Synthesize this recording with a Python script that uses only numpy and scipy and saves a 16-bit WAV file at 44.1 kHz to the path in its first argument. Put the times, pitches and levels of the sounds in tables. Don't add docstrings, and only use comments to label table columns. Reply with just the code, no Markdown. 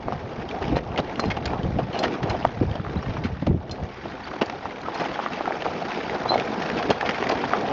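import sys
import numpy as np
from scipy import signal
from scipy.fft import rfft, irfft
from scipy.io import wavfile
from scipy.ndimage import uniform_filter1d

SR = 44100
rng = np.random.default_rng(int(sys.argv[2]) if len(sys.argv) > 2 else 0)


def wav_out(sig):
    wavfile.write(sys.argv[1], SR, np.round(np.clip(np.atleast_2d(sig).T, -1, 1) * 32767).astype(np.int16))


N = 340452

# t/s, hollow roll level/dB, grit level/dB
TYRE_LOAD = [(0.0, -34.5, -48.5), (0.45, -35, -46.5), (0.66, -30.5, -42), (0.841, -37.5, -50.5),
             (0.94, -29, -47), (1.07, -33, -43.5), (1.24, -29, -44.5), (1.4, -35, -48), (1.53, -27, -42),
             (1.68, -33.5, -46), (1.9, -39, -47.5), (1.97, -30.5, -47.5), (2.15, -30, -38.5),
             (2.21, -34.5, -47), (2.33, -26, -42), (2.54, -40.5, -46), (2.78, -35, -48.5),
             (3.12, -36.5, -43), (3.26, -36, -47), (3.4, -47, -47.5), (3.56, -43, -54.5),
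             (3.66, -38.5, -54.5), (3.73, -35.5, -48.5), (3.93, -42, -47), (4.38, -34.5, -43),
             (4.6, -35.5, -44), (4.82, -37, -44), (5.03, -28.5, -37.5), (5.2, -33.5, -40.5),
             (5.7, -32.5, -39), (6.32, -27.5, -38), (6.45, -32.5, -40), (6.72, -25.5, -36),
             (7.0, -31.5, -39.5), (7.15, -30, -36.5), (7.32, -27, -38), (7.45, -29, -36.5),
             (7.72, -26, -38.5)]
# f/Hz, level/dB
TYRE_SPECTRUM = [(60, -37.5), (130, -7), (220, 1), (330, 1), (480, 1.5), (580, -1.5), (710, 3.5), (850, 0),
                 (1020, -9.5), (1300, -14), (1700, -25), (2600, -31.5), (5000, -56)]
# f/Hz, level/dB
SCRAPE_SPECTRUM = [(500, -8), (1200, 7), (2000, 4), (3000, 0.5), (3900, -5.5), (5200, -8.5), (6400, -16.5),
                   (8000, -43)]


def gain(db):
    return 10 ** (np.asarray(db) / 20)


def unit_rms(x):
    return x / np.sqrt(np.mean(x ** 2) + 1e-20)


def envelope(rows, column):
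    rows = np.asarray(rows)
    return gain(np.interp(np.arange(N) / SR, rows[:, 0], rows[:, column]))


def add(mix, at_s, sound):
    part = mix[max(round(at_s * SR), 0):][:len(sound)]
    part += sound[:len(part)]


def response(spectrum, pitch_ratio=1, size=4096):
    hz, db = np.transpose(spectrum)
    bins_hz = np.abs(np.fft.fftfreq(size, 1 / SR)) + 1
    log_gain = np.log(gain(np.interp(np.log(bins_hz), np.log(hz * pitch_ratio), db)))
    return np.fft.ifft(np.exp(np.conj(signal.hilbert(log_gain)))).real[:size // 2]


def filtered(x, spectrum, pitch_ratio=1):
    return signal.oaconvolve(x, response(spectrum, pitch_ratio))[:len(x)]


def wander(rate_hz):
    hz = np.fft.rfftfreq(N, 1 / SR)
    return unit_rms(irfft(rfft(rng.standard_normal(N)) / np.sqrt(1 + (hz / rate_hz) ** 4), N))


def burst(length_s, spectrum, fall_s, grain_db=0, pitch_ratio=1, size=6000):
    t = np.arange(size) / SR
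    noise, grains = rng.standard_normal((2, size))
    grains = unit_rms(uniform_filter1d(grains, size=60))
    attack = np.minimum(t / 0.00097, 1)
    decay = np.exp(-0.4 * t / length_s - np.maximum(t - length_s, 0) / fall_s)
    sound = filtered(noise * attack * decay * gain(grain_db * grains), spectrum, pitch_ratio)
    return sound / np.sqrt(np.sum(sound ** 2) / (length_s * SR))


def contacts(per_s, spread_db, ring_s, kinds=40, size=700):
    strength = gain(spread_db * np.minimum(rng.exponential(1, N), 3))
    hits = strength * (rng.random(N) < per_s / SR)
    kind = rng.integers(0, kinds, N)
    out, t = np.zeros(N), np.arange(size) / SR
    for k in range(kinds):
        rattle = rng.standard_normal(size) * np.exp(-t / (ring_s * 2 ** rng.uniform(-0.33, 1)))
        out += signal.oaconvolve(hits * (kind == k), unit_rms(rattle))[:N]
    return unit_rms(out)


def gravel_patches(x, depth_db, span_hz, span_s, size=256):
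    hop = size // 4
    frames = signal.stft(x, nperseg=size, noverlap=size - hop)[2]
    per_hz = np.fft.fftfreq(frames.shape[0], SR / size)
    per_s = np.fft.rfftfreq(frames.shape[1], hop / SR)
    smoothing = np.exp(-(per_hz[:, None] * span_hz) ** 2 - (per_s * span_s) ** 2)
    noise = rng.standard_normal(frames.shape)
    field = unit_rms(np.fft.irfft2(np.fft.rfft2(noise) * smoothing, frames.shape))
    frames *= gain(depth_db * 2 * np.tanh(field / 2))
    return unit_rms(signal.istft(frames, nperseg=size, noverlap=size - hop)[1][:N])


def pebbles(per_s, low_hz, high_hz, cycles, spread_db=3.5, db_per_octave=-5, kinds=36, size=900):
    strength = gain(spread_db * np.minimum(rng.exponential(1, N), 2.2))
    hits = strength * (rng.random(N) < per_s / SR)
    kind, out = rng.integers(0, kinds, N), np.zeros(N)
    for k, hz in enumerate(np.geomspace(low_hz, high_hz, kinds)):
        turns = hz * np.arange(size) / SR
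        age = turns / (cycles * np.sqrt(hz / 2000))
        tilt = gain(db_per_octave * np.log2(hz / low_hz))
        click = tilt * age * np.exp(-age) * np.sin(2 * np.pi * turns)
        out += signal.oaconvolve(hits * (kind == k), click)[:N]
    return unit_rms(out)


def rolling(roll_db=0.23, grit_db=1.5, pebble_db=-4, chip_db=-6.5):
    clumps = np.clip(wander(rate_hz=63), -2, 2)
    roll = contacts(per_s=4000, spread_db=2, ring_s=0.0011) * gain(0.5 * clumps)
    grit = contacts(per_s=4000, spread_db=3, ring_s=0.0031) * gain(2 * clumps)
    chips = contacts(per_s=110, spread_db=4.5, ring_s=0.0022)
    roll = gravel_patches(filtered(roll, TYRE_SPECTRUM), depth_db=3.5, span_hz=400, span_s=0.05)
    # f/Hz, level/dB
    grit_spectrum = [(400, -24.5), (1000, 5), (1600, 4), (2100, 1.5), (2700, -1.5), (3300, -5), (3900, -8),
                     (4600, -10), (5500, -13), (6400, -19.5), (7100, -27.5), (7900, -39)]
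    grit = gravel_patches(filtered(grit, grit_spectrum), depth_db=2.5, span_hz=796, span_s=0.02)
    chips = gravel_patches(filtered(chips, SCRAPE_SPECTRUM), depth_db=6.5, span_hz=1500, span_s=0.052)
    loose = unit_rms(pebbles(per_s=340, low_hz=801, high_hz=3740, cycles=3.5) * gain(3 * clumps))
    bright = gain(grit_db) * grit + gain(pebble_db) * loose + gain(chip_db) * chips
    bumps = gain(0.5 * wander(rate_hz=3.4))
    return bumps * (gain(roll_db) * roll * envelope(TYRE_LOAD, 1) + bright * envelope(TYRE_LOAD, 2))


def wind(breeze_db=-1, gust_db=1, lump_db=3, surge_db=2, octaves_per_db=0.14, gust_ref_db=-21):
    # t/s, level/dB
    breeze = [(0, -34.5), (.3, -36.5), (.55, -42), (.72, -20.5), (.86, -37.5), (1.1, -35.5), (1.3, -31),
              (1.5, -32), (1.64, -27.5), (1.84, -25), (1.93, -41), (2.13, -43), (2.24, -31), (2.5, -34),
              (2.66, -27), (2.76, -36), (3.1, -30.5), (3.55, -28.5), (3.75, -36), (4.1, -41), (4.6, -47),
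              (5.4, -45), (7.72, -41)]
    # f/Hz, level/dB
    eddy_spectrum = [(12, -17.5), (28, -17), (45, -8), (70, -1), (130, -0.5), (200, -6.5), (320, -15.5),
                     (600, -19.5), (1500, -72.5)]
    # t/s, length/s, level/dB
    gusts = [(0.057, 0.011, -30.5), (.72, 0.019, -21.5), (0.991, 0.011, -25.5), (1.255, 0.011, -22.5),
             (1.589, 0.012, -25.5), (1.635, 0.052, -25), (1.754, .03, -25.5), (1.829, 0.016, -27.5),
             (2.235, 0.012, -21.5), (2.708, 0.011, -26), (2.797, 0.014, -25.5), (3.078, 0.0099, -29.5),
             (3.313, 0.017, -28.5), (3.421, 0.011, -23), (3.485, 0.034, -23), (3.528, 0.027, -27.5),
             (3.821, 0.019, -26.5)]
    # f/Hz, level/dB
    gust_spectrum = [(25, -16.5), (70, -5.5), (170, 4.5), (300, 2), (480, -11), (900, -24), (2500, -77.5)]
    eddies = rng.standard_normal(N)
    eddies *= gain(lump_db * wander(rate_hz=13) + surge_db * wander(rate_hz=6.4))
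    out = gain(breeze_db) * unit_rms(filtered(eddies, eddy_spectrum)) * envelope(breeze, 1)
    for at_s, length_s, db in gusts:
        pitch_ratio = 2 ** (octaves_per_db * (db - gust_ref_db))
        buffet = burst(length_s, gust_spectrum, fall_s=0.0065, pitch_ratio=pitch_ratio)
        add(out, at_s, gain(db + gust_db) * buffet)
    return out


def small_stones(per_s=5.4, over_roll_db=9, spread_db=1, centre_hz=810, spread_octaves=0.21, count=120):
    when, luck = rng.random((2, count))
    strength, pitch = np.clip(rng.standard_normal((2, count)), -2, 2)
    at_s, load = when * N / SR, np.asarray(TYRE_LOAD)
    db = np.interp(at_s, load[:, 0], load[:, 1]) + spread_db * strength + over_roll_db
    hz = centre_hz * 2 ** (spread_octaves * pitch)
    return np.transpose([at_s, db, hz])[luck < per_s * N / SR / count]


def stone_pops(ring_s=0.00091, pinch_db=-17, pinch_s=0.00506, shake_db=-23, ref_hz=720, size=2048):
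    # t/s, level/dB, f/Hz
    large_stones = [(0.0837, -12, 710), (.1235, -13.5, 790), (0.7683, -6.5, 555), (0.9888, -9.5, 580),
                    (1.0, -11, 505), (1.1956, -10, 1160), (1.2409, -11.5, 725), (1.535, -14, 840),
                    (1.7925, -16, 764), (2.042, -9, 730), (2.4511, -0.5, 730), (2.798, -25.5, 1290),
                    (2.849, -21, 1150), (2.866, -21, 1250), (3.028, -23.5, 1110), (3.1689, -17.5, 980),
                    (3.4255, -18.5, 600), (3.4722, -12, 545), (4.0581, -17, 730), (4.274, -22, 1000),
                    (4.315, -23, 1150), (4.339, -22, 1040), (4.364, -22, 910), (4.4186, -11, 550),
                    (4.656, -13.5, 810), (4.8851, -13.5, 770), (5.018, -15, 644), (5.1913, -10, 810),
                    (5.2, -15, 1090), (5.2622, -11.5, 1190), (5.4088, -10, 676), (5.4777, -8, 766),
                    (5.508, -12.5, 770), (5.657, -10, 704), (5.6645, -8.5, 726), (6.131, -20, 685),
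                    (6.2594, -9.5, 730), (6.3071, -10.5, 694), (6.3191, -6.5, 754), (6.3268, -12.5, 700),
                    (6.336, -17, 786), (6.3415, -7.5, 665), (6.3576, -7, 616), (6.896, -12, 430),
                    (6.907, -7.5, 634), (6.9159, -10.5, 695), (7.0293, -9.5, 800), (7.2265, -11, 780),
                    (7.3008, -7.5, 680), (7.4393, -10, 880), (7.5355, -5, 1250)]
    # f/Hz, level/dB
    knock_spectrum = [(60, -30), (220, -16), (380, -4.5), (560, -5.5), (720, -1.5), (900, -13.5),
                      (1200, -11), (1550, -25), (2400, -34), (3700, -47), (6000, -54), (9000, -77)]
    out, t = np.zeros(N), np.arange(size) / SR
    swell = t / ring_s * np.exp(1 - t / ring_s)
    for at_s, db, hz in [*large_stones, *small_stones()]:
        knock = response(knock_spectrum, hz / ref_hz)
        knock = knock / np.abs(knock).max() + swell * np.cos(2 * np.pi * hz * t)
        knock /= np.abs(signal.hilbert(knock)).max()
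        shake = burst(0.0058, knock_spectrum, fall_s=0.018, grain_db=4, pitch_ratio=hz / ref_hz)
        creak = burst(pinch_s, knock_spectrum, fall_s=0.0057, grain_db=4)
        add(out, at_s - pinch_s, gain(min(db, -3.5) + pinch_db) * creak)
        add(out, at_s, gain(db) * knock)
        add(out, at_s + 0.00205, gain(db + shake_db) * shake)
    return out


def clatter(length_s, hz, skips_per_s=800, skip_db=-5.5, size=2500):
    # f/pitch, level/dB
    stone_spectrum = [(.15, -42), (.6, -17), (.9, -8.5), (1, -3), (1.09, -13), (1.21, -14.5), (1.4, -21.5),
                      (1.9, -29.5), (3.5, -61)]
    t = np.arange(size) / SR
    skips = gain(skip_db) * rng.standard_normal(size) * (rng.random(size) < skips_per_s / SR)
    hits = (t == 0) + skips * (t > 0.002) * (t < length_s)
    sound = filtered(hits, stone_spectrum, hz)
    return sound / np.sqrt(np.sum(sound ** 2) / (length_s * SR))


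def crunches(scrape_db=3.5, bite_s=0.001025):
    # t/s, length/s, stone level/dB, f/Hz, tyre thud level/dB
    clusters = [(0.121, 0.017, -45, 1470, -31), (0.617, 0.0098, -38.5, 1850, -25),
                (0.755, 0.034, -39.5, 2000, -29.5), (0.976, 0.022, -34.5, 2980, -31),
                (1.194, 0.01, -40, 1900, -26), (1.238, 0.0039, -35, 1730, -39),
                (1.303, 0.02, -34, 2150, -32), (1.367, 0.01, -39, 2970, -27.5),
                (1.455, 0.0075, -33.5, 4370, -30), (1.786, 0.018, -44.5, 2930, -20.5),
                (1.934, 0.15, -44.5, 2950, -32.5), (2.029, 0.031, -32, 1860, -36),
                (2.079, 0.0043, -35, 2240, -37), (2.229, 0.008, -35.5, 1950, -38),
                (2.299, 0.015, -36.5, 2260, -33.5), (2.752, 0.006, -45, 3030, -24.5),
                (3.237, 0.035, -41, 2200, -41), (3.466, .007, -39, 2900, -30),
                (4.4117, 0.017, -31.5, 2840, -21), (4.497, 0.0034, -31.5, 1930, -28.5),
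                (4.997, 0.021, -37.5, 2020, -27.5), (5.621, 0.0048, -35, 2980, -25.5),
                (5.645, 0.012, -38.5, 1440, -33), (6.34, 0.0075, -36.5, 4000, -32),
                (6.618, 0.0065, -33.5, 1890, -34), (6.769, 0.031, -37, 2380, -44),
                (6.826, 0.0036, -29, 1500, -42), (6.902, 0.011, -28.5, 3260, -18.5),
                (7.059, 0.017, -33.5, 2350, -44), (7.09, 0.007, -25.5, 2360, -22),
                (7.291, 0.0062, -31.5, 4930, -29), (7.311, 0.01, -32.5, 2430, -33)]
    out = np.zeros(N)
    for at_s, length_s, db, hz, thud_db in clusters:
        add(out, at_s + bite_s, gain(db) * clatter(length_s, hz))
        add(out, at_s, gain(db + scrape_db) * burst(length_s, SCRAPE_SPECTRUM, fall_s=0.0035, grain_db=3))
        add(out, at_s, gain(thud_db) * burst(length_s, TYRE_SPECTRUM, fall_s=0.009, grain_db=1.5))
    return out


def stone_clacks(t60_s=0.015, skip_s=0.0026, skip_db=-7, snap_db=-17, hard_hit_db=-16, size=2500):
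    # t/s, level/dB, f/Hz
    flung_stones = [(0.49, -25, 3190), (.512, -21.5, 2370), (0.961, -22.5, 2170), (0.977, -18.5, 2920),
                    (1.002, -25, 3900), (1.158, -25, 2900), (1.303, -18, 2200), (1.3154, -17, 2210),
                    (1.3194, -26, 2060), (1.3713, -28, 2820), (1.4579, -22, 4700), (1.479, -25, 2500),
                    (1.6327, -27.5, 3110), (1.9305, -27, 3050), (2.038, -15, 3040), (2.1227, -24, 2300),
                    (2.474, -30, 3300), (2.714, -28.5, 3180), (2.756, -28.5, 3200), (3.0613, -25.5, 1860),
                    (3.6955, -30.5, 3030), (4.121, -27, 1900), (4.3141, -27, 1540), (4.461, -29, 4670),
                    (4.709, -26, 2080), (4.76, -27, 2300), (4.816, -33, 4220), (5.0023, -27, 2010),
                    (5.334, -20.5, 2660), (5.457, -15, 1390), (5.6205, -30, 2150), (6.097, -17, 2000),
                    (6.3454, -21, 2200), (6.379, -15, 2110), (6.399, -13.5, 2450), (6.701, -12.5, 1750),
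                    (7.011, -11.5, 1780), (7.093, -16, 2150), (7.1099, -14.5, 2000), (7.1456, -17, 2130),
                    (7.2256, -16, 1930), (7.2693, -16, 1990)]
    # f/pitch, level/dB
    modes = [(0.999, -4), (1.13, -12.5), (1.419, -13)]
    out, t = np.zeros(N), np.arange(size) / SR
    for at_s, db, hz in flung_stones:
        ring = sum(gain(mode_db - 60 * t * ratio / t60_s) * np.sin(2 * np.pi * hz * ratio * t)
                   for ratio, mode_db in modes)
        add(out, at_s, gain(db) * ring)
        add(out, at_s + skip_s * rng.uniform(0.7, 1.4), gain(db + skip_db) * ring)
        snap = burst(0.00073, SCRAPE_SPECTRUM, fall_s=0.0012)
        softening_db = 0.7 * min(db - hard_hit_db, 0)
        add(out, at_s, gain(db + snap_db + softening_db) * snap)
    return out


def low_thumps(thump_db=-1.5, swell_cycles=0.75, size=4000):
    # t/s, level/dB, f/Hz
    thumps = [(.724, -17, 250), (2.6125, -8, 290), (2.6245, -15, 440), (2.6325, -13, 410),
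              (2.959, -15, 190), (3.249, -13.5, 230), (3.477, -11, 260), (3.496, -11.5, 170),
              (3.509, -16, 380), (3.546, -17, 310), (3.559, -18, 210), (4.416, -16, 470),
              (6.903, -12.5, 380)]
    # f/pitch, level/dB
    partials = [(0.421, -7.5), (1, 0.5), (1.55, -9)]
    out, t = np.zeros(N), np.arange(size) / SR
    for at_s, db, hz in thumps:
        for ratio, partial_db in partials:
            turns = hz * ratio * t
            age = turns / swell_cycles
            boom = age * np.exp(1 - age) * np.sin(2 * np.pi * turns)
            add(out, at_s, gain(db + thump_db + partial_db) * boom)
    return out


def steel_clinks(clink_db=-7, bounce_db=-6, bounce_s=0.0037, rasp_db=-12, touches=3, size=8000):
    # t/s, level/dB
    strikes = [(.762, -37), (1.196, -28), (1.256, -39.5), (1.457, -41), (1.99, -25), (2.032, -31),
               (2.297, -32), (3.244, -43), (3.712, -31), (4.945, -37.5), (5.004, -38), (6.903, -28.5),
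               (7.293, -40)]
    # f/Hz, level/dB, t60/s
    modes = [(2660, -10.5, 0.066), (3620, -13, .07), (4170, 5, 0.064), (4640, -6, 0.034), (5050, -1, 0.054),
             (5680, -5.5, 0.03), (6350, -11, 0.058), (6880, -15.5, 0.031), (7400, -16, 0.09)]
    # f/Hz, level/dB
    rasp_spectrum = [(1500, -25), (3300, 7), (4500, 5), (6500, -0.5), (8000, -13)]
    out, t = np.zeros(N), np.arange(size) / SR
    for at_s, db in strikes:
        for k in range(touches):
            ring = np.zeros(size)
            for hz, mode_db, t60_s in modes:
                decay = gain(mode_db + rng.normal(0, 2.5) - 60 * t / t60_s)
                ring += decay * np.sin(2 * np.pi * hz * rng.normal(1, 0.009) * t)
            delay_s = k * bounce_s * rng.uniform(0.7, 1.3)
            add(out, at_s + delay_s, gain(db + clink_db + k * bounce_db) * ring)
        add(out, at_s, gain(db + rasp_db) * burst(0.0066, rasp_spectrum, fall_s=0.003))
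    return out


def bearing_squeaks(waver=0.0087):
    # t/s, length/s, level/dB, start f/Hz, end f/Hz
    squeaks = [(1.926, 0.037, -43, 4230, 4170), (2.965, 0.016, -41, 3700, 4200),
               (3.02, 0.012, -45.5, 5600, 5430), (4.237, 0.014, -39, 4360, 4700),
               (4.3, .016, -50, 4600, 4760), (4.85, 0.027, -29, 1225, 1354),
               (6.271, 0.076, -33, 3973, 4170), (6.289, 0.021, -19.5, 3976, 4136),
               (6.335, 0.017, -36, 4180, 4170), (6.604, 0.03, -46, 4200, 4160)]
    out, jitter = np.zeros(N), wander(rate_hz=240)
    for at_s, length_s, db, start_hz, end_hz in squeaks:
        progress = np.arange(0, 1, 1 / (length_s * SR))
        hz = start_hz + (end_hz - start_hz) * progress
        hz *= 1 + waver * jitter[round(at_s * SR):][:len(hz)]
        add(out, at_s, gain(db) * np.sin(np.pi * progress) * np.sin(2 * np.pi * np.cumsum(hz) / SR))
    return out


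def yard_echo(x, echo_db=-15, t60_s=0.17, size=9000):
    t = np.arange(size) / SR
    taps = rng.standard_normal(size) * (rng.random(size) < 0.05)
    taps *= (t > 0.004) * gain(-60 * t / t60_s)
    return x + gain(echo_db) * signal.oaconvolve(x, taps / np.linalg.norm(taps))[:N]


def scene():
    tyres = rolling()
    stones = stone_pops() + crunches() + stone_clacks()
    kart = steel_clinks() + bearing_squeaks()
    return (tyres + yard_echo(stones + low_thumps() + kart) + wind())[None]


def record(dry, input_cutoff_hz=7300, output_cutoff_hz=15500, ceiling=0.71, knee=30):
    input_taps = signal.firwin(91, input_cutoff_hz, window=("kaiser", 6), fs=SR)
    output_taps = signal.firwin(91, output_cutoff_hz, window=("kaiser", 8), fs=SR)
    band = signal.oaconvolve(dry, input_taps[None], "same")
    saturated = band / (1 + (band / ceiling) ** knee) ** (1 / knee)
    return signal.oaconvolve(saturated, output_taps[None], "same")


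dry = scene()
out = record(dry)
wav_out(out)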